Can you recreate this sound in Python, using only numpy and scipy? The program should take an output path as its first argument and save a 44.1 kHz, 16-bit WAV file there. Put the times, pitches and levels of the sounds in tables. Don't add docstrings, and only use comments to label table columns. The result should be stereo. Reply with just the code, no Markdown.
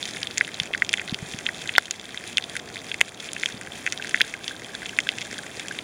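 import sys
import numpy as np
from scipy import signal
from scipy.fft import rfft, irfft
from scipy.io import wavfile
from scipy.ndimage import minimum_filter1d

SR = 44100
rng = np.random.default_rng(int(sys.argv[2]) if len(sys.argv) > 2 else 0)


def store_pcm(level_fs):
    pcm = np.round(np.clip(level_fs, -1, 1) * 32767).astype(np.int16)
    wavfile.write(sys.argv[1], SR, np.atleast_2d(pcm).T)


N = 257103
ECHO_SAMPLES = 1024


def from_db(db):
    return 10 ** (np.asarray(db) / 20)


def rms_one(x):
    return x / np.sqrt(np.mean(x ** 2) + 1e-20)


def add(track, start_s, sound):
    at = int(np.clip(round(start_s * SR), 0, N - 1))
    track[at:at + len(sound)] += sound[:N - at]


def colour(x, spectrum):
    size = 4 * ECHO_SAMPLES
    hz, db = np.transpose(spectrum)
    grid_hz = np.maximum(np.arange(size // 2 + 1) * SR / size, 1)
    gain = from_db(np.interp(np.log(grid_hz), np.log(hz), db))
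    cepstrum = irfft(np.log(gain))
    cepstrum[1:size // 2] *= 2
    cepstrum[size // 2 + 1:] = 0
    click = irfft(np.exp(rfft(cepstrum)))
    return signal.fftconvolve(x, click / np.abs(click).max())[:N]


def tone_burst(hz, cycles, steep, size=512):
    turns = np.arange(size) * hz / SR
    age = turns / cycles
    return (age * np.exp(1 - age)) ** steep * np.sin(2 * np.pi * turns)


def water_wash():
    # frequency in Hz, relative noise density in dB.
    spectrum = [(20, -21), (50, -10.5), (100, 0), (190, 2.5), (420, 1), (550, -2.5), (720, -0.5),
                (950, -7.5), (1400, -7.5), (3000, -34)]
    return rms_one(colour(rng.standard_normal(N), spectrum))


def busy_db(time_s):
    # time in seconds, level in dB about the usual.
    activity = [(0.0, 5.5), (0.2, 1), (0.85, -0.5), (1.5, 0.5), (2.35, 0), (2.8, -1.5), (3.4, 3), (3.75, 0),
                (4.1, 2), (4.7, 0.5), (5.83, -0.5)]
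    return np.interp(time_s, *np.transpose(activity))


def fizz_flicker(per_s):
    knots = rng.standard_normal(int(per_s * N / SR) + 2)
    return np.interp(np.arange(N) / SR * per_s, np.arange(len(knots)), knots)


def far_shrimp(per_s, spread_db, hiss_db, flicker_db):
    # frequency in Hz, relative gain in dB.
    spectrum = [(900, -42.5), (1300, -16.5), (1600, 2), (2100, 1.5), (2400, 3.5), (3400, 3), (4100, -6),
                (5600, -6), (7100, -4), (7900, -8.5), (10700, -9), (11800, -78), (12600, -20), (15500, -23)]
    pitches = np.geomspace(1500, 13000, 16)
    sizes = from_db(spread_db * np.minimum(rng.exponential(1, N), 3.2))
    signs = rng.choice([-1, 1], N)
    clicks = sizes * signs * (rng.random(N) < per_s / SR)
    pitch_index = rng.integers(0, len(pitches), N)
    ticks = np.zeros(N)
    for k, hz in enumerate(pitches):
        band = signal.butter(2, [.8 * hz, 1.25 * hz], "band", fs=SR, output="sos")
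        ticks += signal.sosfilt(band, clicks * (pitch_index == k) + 1e-18)
    hiss = from_db(hiss_db) * rng.standard_normal(N)
    fizz = rms_one(colour(rms_one(ticks) + hiss, spectrum))
    swell_db = busy_db(np.arange(N) / SR) + flicker_db * fizz_flicker(per_s=18)
    return from_db(swell_db) * fizz


def low_thumps():
    # start in seconds, level in dB, pitch in Hz.
    thumps = [(0.609, -30, 140), (0.7055, -24, 567), (1.1222, -18, 195), (1.2215, -25, 143),
              (1.3408, -25, 181), (3.540, -28.5, 201), (5.328, -29, 386), (5.574, -27.5, 400)]
    out = np.zeros(N)
    for start_s, db, hz in thumps:
        add(out, start_s, from_db(db) * tone_burst(hz, cycles=1, steep=5.8, size=4096))
    return out


def small_pings(pitch_hz, faint_count, faint_from_s):
    # start in seconds, level in dB.
    pings = [(3.997, -25), (4.51, -25), (4.748, -25.5), (4.828, -29), (5.069, -23), (5.389, -25),
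             (5.71, -22.5)]
    clear = [(start_s, db, pitch_hz) for start_s, db in pings]
    when, size, detune = rng.random((faint_count, 3)).T
    faint_s = faint_from_s + when * (N / SR - faint_from_s)
    faint_db = -36 + 6 * size
    faint_hz = pitch_hz * (1 + .08 * (detune - .5))
    out = np.zeros(N)
    for start_s, db, hz in clear + list(zip(faint_s, faint_db, faint_hz)):
        add(out, start_s, from_db(db) * tone_burst(hz, cycles=3, steep=1.4, size=4096))
    return out


def scatter(sound, echo_db, echo_s, count):
    lag_s = echo_s * rng.exponential(1, count)
    taps = np.minimum(lag_s * SR + 8, ECHO_SAMPLES - 1).astype(int)
    paths = np.zeros(ECHO_SAMPLES)
    paths[taps] = from_db(echo_db) * np.exp(-.5 * lag_s / echo_s) * rng.choice([-1, 1], count)
    paths[0] = 1
    heard = np.convolve(sound, paths)
    return heard * np.sqrt(np.sum(sound ** 2) / np.sum(heard ** 2))


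def claw_snaps(rows, cycles):
    out = np.zeros(N)
    for start_s, pop_db, pop_hz, crack_db, crack_hz in rows:
        indirect_db = np.clip(-.5 * pop_db, 0, 9)
        rise = cycles * (1 - np.clip(pop_db / 16, 0, .45))
        pop = from_db(pop_db) * tone_burst(pop_hz, cycles=rise, steep=2.2 * rise)
        crack = tone_burst(crack_hz, cycles=.8, steep=1.7)
        crack[0] += from_db(0.5)
        crack *= from_db(crack_db - 3)
        add(out, start_s, scatter(pop, echo_db=indirect_db - 22.5, echo_s=.0026, count=24))
        add(out, start_s + .0004, scatter(crack, echo_db=-16, echo_s=.0015, count=22))
    return out


def mid_distance_shrimp(count, faintest_db, spread_db, loudest_db):
    when, size, pop_pitch, crack_pitch, brightness = rng.random((count, 5)).T
    start_s = when * N / SR
    reach = 1 - np.exp((faintest_db - loudest_db) / spread_db)
    db = faintest_db - spread_db * np.log(1 - reach * size) + busy_db(start_s)
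    pop_hz = 1800 * (3900 / 1800) ** pop_pitch
    crack_hz = 4000 * (11000 / 4000) ** crack_pitch
    tilt_db = 14 * (brightness - .5)
    pop_db = db - np.maximum(tilt_db, 0)
    crack_db = db + 1.5 + np.minimum(tilt_db, 0)
    return claw_snaps(zip(start_s, pop_db, pop_hz, crack_db, crack_hz), cycles=1.1)


def near_shrimp():
    # start in seconds, relative pop level in dB, pop pitch in Hz,
    # relative crack level in dB, crack pitch in Hz.
    snaps = [(0.0386, -29, 3470, -25, 5000), (0.0897, -32, 2100, -21, 5400), (0.1692, -20, 2330, -27, 7100),
             (0.2305, -15, 2910, -13.5, 4900), (0.2709, -20.5, 3080, -26, 7200),
             (0.3745, -15, 2660, -17, 7540), (0.3803, -15.5, 2160, -4, 6800), (0.4101, -4, 2070, -29, 5500),
             (0.4476, -19.5, 2880, -29, 6500), (0.5997, -10, 2820, -13.5, 4900),
             (0.6336, -26, 2040, -19, 5560), (0.7368, -11, 2470, -52, 6300), (0.7479, -13, 1910, -28, 6160),
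             (0.8212, -4.5, 2080, -30, 4970), (0.892, -14.5, 2820, -11, 5670),
             (0.9301, -19, 3230, -12, 9400), (0.9386, -3, 2520, -11, 7900), (0.9739, -20, 2900, -24, 6800),
             (0.9816, -22, 2200, -30, 10600), (0.9959, -13, 2450, -47, 6600),
             (1.0776, -23, 2720, -32, 6060), (1.0951, -20.5, 3500, -31, 4240),
             (1.1441, -14, 2880, -16, 4800), (1.3369, -20, 2500, -41, 7600),
             (1.3879, -22, 2590, -18.5, 6740), (1.4652, -8, 2870, -51, 3500),
             (1.4891, -14, 1900, -23, 4900), (1.6926, -10.5, 2470, -28, 7600),
             (1.7525, -12, 2440, -24, 3980), (1.7616, -12, 3020, -38, 5260), (1.7813, 4.5, 1668, 3, 4400),
             (1.9094, -13.5, 2780, -3, 6560), (1.9965, -23.5, 2820, -24, 5540),
             (2.1747, -17, 2870, -40, 6200), (2.3716, -8.5, 3220, -8, 5130), (2.3815, -3, 2620, -9.5, 9050),
             (2.4397, -21, 3040, -22, 5300), (2.5536, -22, 1910, -22, 10300),
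             (2.566, -14.5, 2300, -13.5, 9900), (2.768, -20.5, 2290, -40, 5130),
             (2.916, -13, 2780, -38, 5470), (2.9425, -16, 2420, -22, 8500), (3.0074, -14, 2400, -14, 8800),
             (3.0123, 4.5, 2435, -10.5, 6800), (3.2888, -19.5, 2800, -41, 7800),
             (3.3323, -30, 2930, -10, 9150), (3.3646, -16, 2210, -36, 9100), (3.4344, -8, 2270, -23, 7840),
             (3.4587, -8.5, 2780, -13.5, 6540), (3.8644, -9.5, 2380, -19, 7100),
             (3.8749, -11, 2250, -28, 8100), (3.9234, -16, 2700, -9.5, 6430),
             (4.0234, -18, 2600, -27, 7150), (4.0934, -22.5, 2680, -15.5, 8900),
             (4.1442, -4.5, 2100, -42, 7300), (4.1744, -21, 2260, -30, 4670),
             (4.2077, -5.5, 2020, -45, 6300), (4.215, -1, 2950, -7.5, 4900),
             (4.3392, -14.5, 2170, -23, 8400), (4.4428, -26, 3040, -22, 5960),
             (4.4794, -16.5, 2960, -13.5, 4900), (4.8583, -18, 2900, -40, 5300),
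             (4.8929, -18.5, 2580, -24, 5970), (4.9879, -2.5, 2255, -12.5, 7860),
             (5.0032, -20, 2980, -18, 6400), (5.0898, -5, 2770, -16.5, 5500),
             (5.1844, -17, 2630, -19, 7100), (5.2153, -18, 2940, -22, 6250), (5.3867, -29, 2820, -19, 9800),
             (5.596, -18.5, 2520, -18, 7740), (5.6834, -22, 2720, -17, 7300),
             (5.7888, -15, 2680, -44, 5250)]
    return claw_snaps(snaps, cycles=1.4)


def housing_walls(shrimp, loss_db, longest_ring_s):
    # frequency in Hz, relative gain in dB.
    transmission = [(300, 2), (1000, -9), (1250, -10), (1600, 3.5), (2400, -1), (3500, 6), (4200, 0.5),
                    (5000, 3), (5700, 2.5), (7200, 5), (7800, -2.5), (10800, 1.5), (11600, -19.5),
                    (15500, -12.5)]
    # pitch in Hz, gain in dB, seconds to fall 60 dB (capped below).
    modes = [(1513, -31, 0.0082), (2147, -40, 0.033), (2520, -69, 0.0062), (2940, -62, 0.0018),
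             (3726, -46, 0.039), (4900, -44, 0.017), (7000, -70, 0.009)]
    inside = from_db(-loss_db) * colour(shrimp, transmission)
    t = np.arange(2 * ECHO_SAMPLES) / SR
    out = inside.copy()
    for hz, db, t60 in modes:
        ring = from_db(db - 60 * t / min(t60, longest_ring_s)) * np.sin(2 * np.pi * hz * t)
        out += signal.fftconvolve(inside, ring)[:N]
    return out


def housing_notches(sound):
    # centre in Hz, width in Hz.
    notches = [(2890, 333), (7850, 110)]
    for hz, width_hz in notches:
        sound = signal.lfilter(*signal.iirnotch(hz, hz / width_hz, fs=SR), sound)
    return sound


def gain_control(x, threshold_db, slope, release_s):
    peak_db = 20 * np.log10(np.abs(x).max(axis=0) + 1e-9)
    over_db = np.maximum(peak_db - threshold_db, 0)
    fade = np.arange(N) / SR / release_s
    held_db = np.exp(np.maximum.accumulate(np.log(over_db + 1e-9) + fade) - fade)
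    pole = np.exp(-1 / (0.012 * SR))
    return x * from_db(-slope * signal.lfilter([1 - pole], [1, -pole], held_db))


def overload(x):
    excess = np.tanh(2 * np.maximum(np.abs(x) - 1.4, 0))
    held = -minimum_filter1d(-excess, size=201, origin=100)
    jolt = np.maximum(np.diff(held, prepend=0), 0)
    knock = signal.sosfilt(signal.butter(2, [330, 1400], "band", fs=SR, output="sos"), jolt)
    flattened = x / (1 + x ** 6) ** (1 / 6)
    return np.clip(flattened - from_db(15.5) * knock, -1, 1)


def scene():
    wash = from_db(-43) * water_wash()
    far = from_db(-43) * far_shrimp(per_s=2600, spread_db=4.5, hiss_db=-1, flicker_db=2.9)
    near = near_shrimp()
    middle = mid_distance_shrimp(count=480, faintest_db=-35.5, spread_db=5, loudest_db=-21.5)
    crackle = housing_walls(near + middle, loss_db=2.94, longest_ring_s=.016)
    pings = small_pings(pitch_hz=1612, faint_count=16, faint_from_s=3.95)
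    sound = housing_notches(wash + far + low_thumps() + pings + crackle)
    return np.array([sound, sound])


def record(dry):
    ducked = gain_control(dry, threshold_db=-0.5, slope=0.54, release_s=0.34)
    top_cut = signal.ellip(10, .1, 80, 15800, fs=SR, output="sos")
    return signal.sosfilt(top_cut, overload(ducked))


dry = scene()
out = record(dry)
store_pcm(out)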